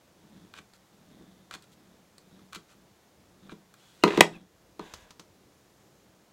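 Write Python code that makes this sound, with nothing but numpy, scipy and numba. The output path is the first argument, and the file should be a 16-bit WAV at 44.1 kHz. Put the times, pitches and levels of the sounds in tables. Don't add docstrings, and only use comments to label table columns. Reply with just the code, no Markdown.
import sys
import numpy as np
from scipy import signal
from scipy.fft import rfft, irfft, next_fast_len
from scipy.io import wavfile
from scipy.ndimage import uniform_filter1d
from numba import njit

SR = 44100
rng = np.random.default_rng(int(sys.argv[2]) if len(sys.argv) > 2 else 0)


def persist_wave(psi):
    counts = np.round(np.clip(psi, -1, 1) * 32767).astype(np.int16)
    wavfile.write(sys.argv[1], SR, np.atleast_2d(counts).T)


N = 278712

# release t/s, stop t/s, release level/dB, release ring/dB,
# catch level/dB, stop level/dB, brightness/(dB/octave), slide level/dB, thud level/dB
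TRIGGER_RELEASES = [(0.5378, 0.5864, -39.5, 3, -45, -37.5, -2.5, -54, -42.5),
                    (1.51, 1.5482, -33.5, 3, -30, -35, -1, -49, -41.5),
                    (2.53, 2.557, -35.5, 3, -31, -33, 1.5, -49.5, -35.5),
                    (3.4936, 3.5175, -43, 9, -52, -41.5, -5.5, -57.5, -30.5)]
def trigger(catch_lead_s=.0096, slide_growth_db=5.5):
    out = np.zeros(N)
    for s, stop_s, snap_db, ring_db, catch_db, stop_db, tilt_db, slide_db, thud_db in TRIGGER_RELEASES:
        slide = scrape(stop_s - s + .012, slide_db, tilt_db=-1.4, ring_db=-9.5)
        swell = undb(slide_growth_db * np.linspace(-.5, .5, len(slide)))
        add(out, s, click(snap_db, tilt_db, ring_db))
        add(out, s + .005, slide * swell)
        add(out, stop_s - catch_lead_s, click(catch_db, tilt_db, ring_db=-2))
        add(out, stop_s, click(stop_db, tilt_db, ring_db=-2))
        add(out, stop_s + .005, thud(thud_db))
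    return out


# f/Hz, level/dB
SNAP_EQ = [(300, -12), (1000, -2), (2800, 0.5), (3900, 2.5), (5200, -6.5), (7500, -5.5), (9500, -12.5),
           (15000, -21)]
# f/Hz, level/dB, t60/s
HOUSING_MODES = [(1110, -7, 0.028), (1370, 2.5, 0.0075), (1650, -10, .03), (2394, -16.5, 0.07),
                 (3375, -12, 0.009), (4100, -11.5, 0.013)]
def click(db, tilt_db, ring_db):
    snap = undb(db - 3.5) * colour(crack(t60=.016, rise_s=.0015), SNAP_EQ, tilt_db)
    housing = np.pad(ring(HOUSING_MODES, detune=.018), (int(.0011 * SR), 0))[:len(snap)]
    return snap + undb(db + ring_db - 1) * housing


def scrape(length, db, tilt_db, ring_db, taper=.5):
    count = int(length * SR)
    jerks = slips(count, per_s=9000, spread_db=2)
    housing = unit(signal.fftconvolve(jerks, ring(HOUSING_MODES, detune=.02))[:count])
    grit = colour(jerks, SNAP_EQ, tilt_db)
    return undb(db) * signal.windows.tukey(count, taper) * (grit + undb(ring_db) * housing)


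# t/s, level/dB, brightness/(dB/octave), ring/dB
HOUSING_CLICKS = [(2.391, -59, -5, 9.5), (2.5246, -50.5, 6, 11), (3.7390, -47, 5.5, 2.5)]
def housing_clicks():
    out = np.zeros(N)
    for s, db, tilt_db, ring_db in HOUSING_CLICKS:
        add(out, s, click(db, tilt_db, ring_db))
    return out


# t/s, level/dB, brightness/(dB/octave)
SPRING_TICKS = [(0.7353, -49, -5.5), (1.6228, -51, -1), (2.1810, -44.5, -3.5)]
# f/Hz, level/dB
SPRING_EQ = [(1400, -10), (3200, -15), (4300, 4), (5800, -11), (8000, -0.5), (12000, -11.5), (15000, -16)]
def spring_ticks():
    out = np.zeros(N)
    for s, db, tilt_db in SPRING_TICKS:
        add(out, s, undb(db) * colour(crack(t60=.016, rise_s=.00073), SPRING_EQ, tilt_db))
    return out


# peak t/s, swell/s, level/dB
PUSHES = [(.41, 0.16, -55), (1.12, 0.035, -60), (1.24, 0.2, -55), (1.88, 0.18, -61), (2.39, 0.11, -56.5),
          (2.79, 0.065, -64), (3.489, 0.075, -55), (4.35, 0.079, -45.5)]
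# f/Hz, level/dB
RUB_EQ = [(60, -15), (115, -7), (185, 3.5), (290, -3.5), (480, -15.5), (1000, -23.5), (1750, -23),
          (2300, -32.5), (2900, -33.5), (3350, -21.5), (3750, -23.5), (4400, -32), (14000, -44.5)]
def glue_stick_rub(grip_db=-71, ease_share=.67):
    t = np.arange(N) / SR
    power = undb(grip_db) ** 2
    for s, swell_s, db in PUSHES:
        from_peak = np.maximum((s - t) / swell_s, (t - s) / (ease_share * swell_s))
        power = power + (undb(db) / np.cosh(1.4 * from_peak)) ** 2
    return np.sqrt(power) * colour(slips(N, per_s=1100, spread_db=1), RUB_EQ)


# t/s, contact corner f/Hz, board level/dB, shell level/dB, crack level/dB
KNOCKS = [(4.0369, 6500, -2.5, -11, -9.5), (4.0636, 610, -7.5, -27.5, -27),
          (4.0781, 4100, -20.5, -25.5, -22), (4.1085, 2800, -30, -30, -28), (4.1346, 1600, -23, -31, -34),
          (4.1745, 7016, -31, -25.5, -21), (4.1762, 450, -5, -27.5, -28.5),
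          (4.1909, 554, -14.5, -26.5, -28.5), (4.2074, 9800, -0.5, 3, 1), (4.7940, 6500, -25, -58, -37)]
def knocks():
    out = np.zeros(N)
    for s, contact_hz, board_db, shell_db, crack_db in KNOCKS:
        add(out, s, blow(contact_hz, board_db, shell_db, crack_db))
    return out


# t/s, length/s, starting level/dB
RATTLES = [(4.073, .1, -25), (4.184, .01, -28.5), (4.224, .022, -23)]
def rattles(gap_s=.012, fall_db_per_s=100.5, scatter_db=1.5, contact_hz=2700):
    out = np.zeros(N)
    for s, length, db in RATTLES:
        for after in np.arange(0, length, gap_s):
            late, size = rng.standard_normal(2)
            part_db = db - fall_db_per_s * after + scatter_db * size
            hit = blow(contact_hz, board_db=part_db - .5, shell_db=part_db, crack_db=part_db - 3)
            add(out, s + after + .2 * gap_s * late, hit)
    return out


# f/Hz, level/dB, t60/s
BOARD_MODES = [(167.5, -17.5, 0.16), (207.5, -16, 0.11), (341, -4, 0.055), (341, -20.5, 0.2),
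               (411.5, -19.5, 0.2), (481, -13.5, .05), (603, -17, .04), (921.3, -9, .03), (1011, -14, 0.08),
               (1095, -13.5, .04), (1223, -11, 0.044), (1410, -20, .025), (3074, -24, .03),
               (4140, -17.5, 0.022)]
# f/Hz, level/dB, t60/s
SHELL_MODES = [(700, -6, 0.017), (833, -13.5, .018), (1005, -10.5, .022), (1454.4, -17.5, .045),
               (1836, -9.5, 0.028), (2039, -7, .026), (2311, -16.5, 0.048), (2470, -12, 0.033),
               (2603, -5, 0.016), (2830, -8.5, .02), (3324, -11.5, 0.018), (3871, -13.5, 0.018),
               (5740, -24.5, 0.021), (7040, -25, 0.011), (7900, -21, 0.013)]
# f/Hz, level/dB
CRACK_EQ = [(200, -5.5), (600, 2.5), (1500, 2), (2600, 0), (5000, -6.5), (9000, -11), (15000, -11)]
def blow(contact_hz, board_db, shell_db, crack_db):
    board = undb(board_db) * ring(BOARD_MODES, detune=.006)
    shell = undb(shell_db) * ring(SHELL_MODES, detune=.005)
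    attack = undb(crack_db) * colour(crack(t60=.012, rise_s=.0007), CRACK_EQ)
    return soften(board + shell + attack, contact_hz)


def thud(db):
    return undb(db + 4.5) * soften(ring(BOARD_MODES, detune=.014), hz=220)


def low_cut(x, hz=148):
    return signal.sosfilt(signal.butter(5, hz, "highpass", fs=SR, output="sos"), x)


# t/s, level/dB
TAPS = [(4.9374, -32), (5.106, -41), (5.1955, -37.5)]
# f/Hz, level/dB
TAP_EQ = [(200, -3), (700, -6.5), (1100, 2.5), (1900, -8.5), (3500, -4), (6500, -5.5), (9000, -15.5),
          (15000, -25)]
# t/s, level/dB
HAND_THUDS = [(1.2095, -40), (5.198, -42.5)]
def taps_and_thuds():
    out = np.zeros(N)
    for s, db in TAPS:
        add(out, s, undb(db - 3.5) * colour(crack(t60=.035), TAP_EQ))
    for s, db in HAND_THUDS:
        add(out, s, thud(db))
    return out


# t/s, length/s, level/dB, brightness/(dB/octave), ring/dB
SCRAPES = [(0.733, .04, -66, 3, -13), (1.617, .035, -64, 1, -6), (1.714, 0.032, -64.5, 4, -28),
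           (2.677, 0.069, -64.5, 1.5, -3.5), (3.728, 0.36, -66, 2.5, -10), (4.04, 0.2, -41.5, -4, -8.5),
           (4.31, 0.078, -51.5, -7.5, -17)]
def handling_scrapes():
    out = np.zeros(N)
    for s, length, db, tilt_db, ring_db in SCRAPES:
        add(out, s, scrape(length, db, tilt_db, ring_db))
    return out


# t/s, length/s, first f/Hz, last f/Hz, level/dB
SQUEAKS = [(4.023, .018, 2855, 2751, -44), (4.335, 0.0355, 2767, 2380, -48)]
def squeaks(pitch_jitter=.11):
    out = np.zeros(N)
    for s, length, first_hz, last_hz, db in SQUEAKS:
        count = int(length * SR)
        hz = np.linspace(first_hz, last_hz, count) * (1 + pitch_jitter * rng.standard_normal(count))
        chirp = np.sin(2 * np.pi * np.cumsum(hz) / SR)
        add(out, s, undb(db) * signal.windows.tukey(count, .5) * chirp)
    return out


# t/s, length/s, midway level/dB, brightness/(dB/octave), ring/dB
HAND_SLIDE = (4.79, .33, -58.5, -5.5, -7)
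def hand_slide(slowing_db=13):
    out = np.zeros(N)
    s, length, db, tilt_db, ring_db = HAND_SLIDE
    slide = scrape(length, db, tilt_db, ring_db, taper=.1)
    add(out, s, slide * undb(slowing_db * np.linspace(.5, -.5, len(slide))))
    return out


# t/s, length/s, level/dB
FOREARM_LEANS = [(4.9, .2, -60)]
def forearm_rumble(band_hz=(45, 85)):
    out = np.zeros(N)
    band = signal.butter(2, band_hz, "bandpass", fs=SR, output="sos")
    for s, length, db in FOREARM_LEANS:
        count = int(length * SR)
        rumble = unit(signal.sosfilt(band, rng.standard_normal(count)))
        add(out, s, undb(db) * np.hanning(count) * rumble)
    return out


# t/s, length/s, level/dB
CLOTH_SLIDES = [(4.787, 0.29, -67), (5.4, .75, -77)]
# f/Hz, level/dB
CLOTH_EQ = [(1000, -10), (3500, -10), (5800, -3), (6900, 2), (8200, -7), (15000, -14)]
def cloth():
    out = np.zeros(N)
    for s, length, db in CLOTH_SLIDES:
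        count = int(length * SR)
        hiss = colour(rng.standard_normal(count), CLOTH_EQ)
        add(out, s, undb(db) * signal.windows.tukey(count, .5) * hiss)
    return out


# t/s, length/s, f/Hz, level/dB
SKIN_WHISTLES = [(1.002, 0.58, 3600, -79), (2.248, 0.2, 3750, -76), (3.367, 0.15, 3670, -76),
                 (3.751, 0.22, 3340, -69.5)]
def skin_whistles(relative_width=.035):
    out = np.zeros(N)
    for s, length, hz, db in SKIN_WHISTLES:
        count = int(length * SR)
        resonance = signal.iirpeak(hz, 1 / relative_width, fs=SR)
        tone = unit(signal.lfilter(*resonance, rng.standard_normal(count)))
        add(out, s, undb(db) * signal.windows.tukey(count, .5) * tone)
    return out


# f/Hz, level/dB, t60/s
REVERB_BANDS = [(147.45, -9.5, 0.24), (400, -4, 0.16), (1000, -9.5, 0.2), (2500, -9, .145),
                (6000, -8.5, 0.19), (14000, -14, 0.12)]
def reverb(x, predelay_s=.005, far_db=-17, far_t60=.26):
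    noise = rfft(rng.standard_normal(SR // 2))
    octave = np.log2(np.maximum(np.linspace(0, SR / 2, len(noise)), 1))
    centres = np.log2(np.array(REVERB_BANDS)[:, 0])
    tail = 0
    for share, (_, db, t60) in zip(np.eye(len(REVERB_BANDS)), REVERB_BANDS):
        band = irfft(noise * np.interp(octave, centres, share), SR // 2)
        decay = np.hypot(fade(t60), undb(far_db) * fade(far_t60))
        tail = tail + undb(db) * band * decay / np.linalg.norm(decay)
    return signal.fftconvolve(x, np.pad(tail, (int(predelay_s * SR), 0)))[:N]


# f/Hz, level/dB
ROOM_TONE_EQ = [(22, -44), (52, -3.5), (136, -0.5), (240, -8), (274, -5.5), (322, -1.5), (410, -5),
                (457, -4), (1620, -14.5), (1900, -15.5), (2490, -17.5), (5580, -19.5), (6920, -19.5),
                (8350, -24), (15500, -27.5)]
def room_tone(db=-62.5, waver_db=2):
    air = unit(colour(rng.standard_normal(N), ROOM_TONE_EQ))
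    murmur = soften(air, hz=500)
    waver = undb(waver_db * drift(per_s=7.1))
    return undb(db) * (air + murmur * (waver - 1))


def undb(db):
    return 10 ** (np.asarray(db) / 20)


def unit(x):
    return x / np.sqrt(np.mean(x ** 2))


def add(track, s, sound):
    i = int(s * SR)
    track[i:i + len(sound)] += sound[:N - i]


def colour(x, points, tilt_db=0):
    size = 2 * next_fast_len(len(x))
    hz = np.maximum(np.arange(size // 2 + 1) * SR / size, 1)
    f, db = np.transpose(points)
    curve_db = np.interp(np.log(hz), np.log(f), db)
    slope_db = tilt_db * np.log2(np.clip(hz, f[0], f[-1]))
    gain = unit(undb(curve_db + slope_db))
    cepstrum = irfft(np.log(gain))
    cepstrum[1:size // 2] *= 2
    cepstrum[size // 2 + 1:] = 0
    return irfft(rfft(x, size) * np.exp(rfft(cepstrum)))[:len(x)]


def fade(t60):
    return np.exp(-np.log(1000) * np.arange(SR // 2) / SR / t60)


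def ring(modes, detune):
    t = np.arange(SR // 2) / SR
    out = np.zeros(len(t))
    for k, (hz, db, t60) in enumerate(modes):
        struck_hz = hz * (1 + detune * rng.standard_normal())
        out += (-1) ** k * undb(db) * fade(t60) * np.sin(2 * np.pi * struck_hz * t)
    return out


def crack(t60, rise_s=.0005):
    shape = fade(t60) * (1 - np.exp(-np.arange(SR // 2) / SR / rise_s))
    spectrum = rfft(shape * rng.standard_normal(len(shape)))
    burst = irfft(spectrum / np.abs(spectrum), len(shape)) * fade(10 * t60)
    return burst * np.linalg.norm(fade(t60)) / np.linalg.norm(burst)


def soften(x, hz, q=.81):
    w = np.tan(np.pi * min(hz, SR / 3) / SR) * 2
    return signal.lfilter(*signal.bilinear([w / 2, w * w], [1, w / q, w * w]), x)


def slips(count, per_s, spread_db):
    hit = rng.random(count) < per_s / SR
    return unit(hit * rng.standard_normal(count) * undb(spread_db * rng.standard_normal(count)) + 1e-9)


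def drift(per_s):
    hold = int(SR / per_s)
    steps = np.repeat(rng.standard_normal(N // hold + 1), hold)
    return unit(uniform_filter1d(uniform_filter1d(steps, hold), hold)[:N])


def scene():
    impacts = low_cut(knocks() + rattles())
    handling = trigger() + housing_clicks() + spring_ticks() + taps_and_thuds()
    handling += glue_stick_rub() + handling_scrapes() + squeaks()
    handling += cloth() + forearm_rumble() + hand_slide() + skin_whistles()
    send = undb(-.5) * impacts + handling
    return (impacts + handling + reverb(send) + room_tone())[None]


@njit
def follow(x, attack, release):
    out, level = np.empty(len(x)), 0.
    for i in range(len(x)):
        level += (abs(x[i]) - level) * (attack if abs(x[i]) > level else release)
        out[i] = level
    return out


def record(dry, attack_s=.012, release_s=.42, threshold_db=-17, squeeze=.77, lag_s=.0045, top_hz=15800):
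    level = follow(dry[0], 1 / (attack_s * SR), 1 / (release_s * SR))
    gain = np.maximum(level / undb(threshold_db), 1) ** -squeeze
    late_gain = np.pad(gain, (int(lag_s * SR), 0), constant_values=1)[:N]
    overloaded = np.clip(dry * late_gain, -1, 1)
    return signal.sosfilt(signal.ellip(10, .2, 90, top_hz, fs=SR, output="sos"), overloaded)


dry = scene()
out = record(dry)
persist_wave(out)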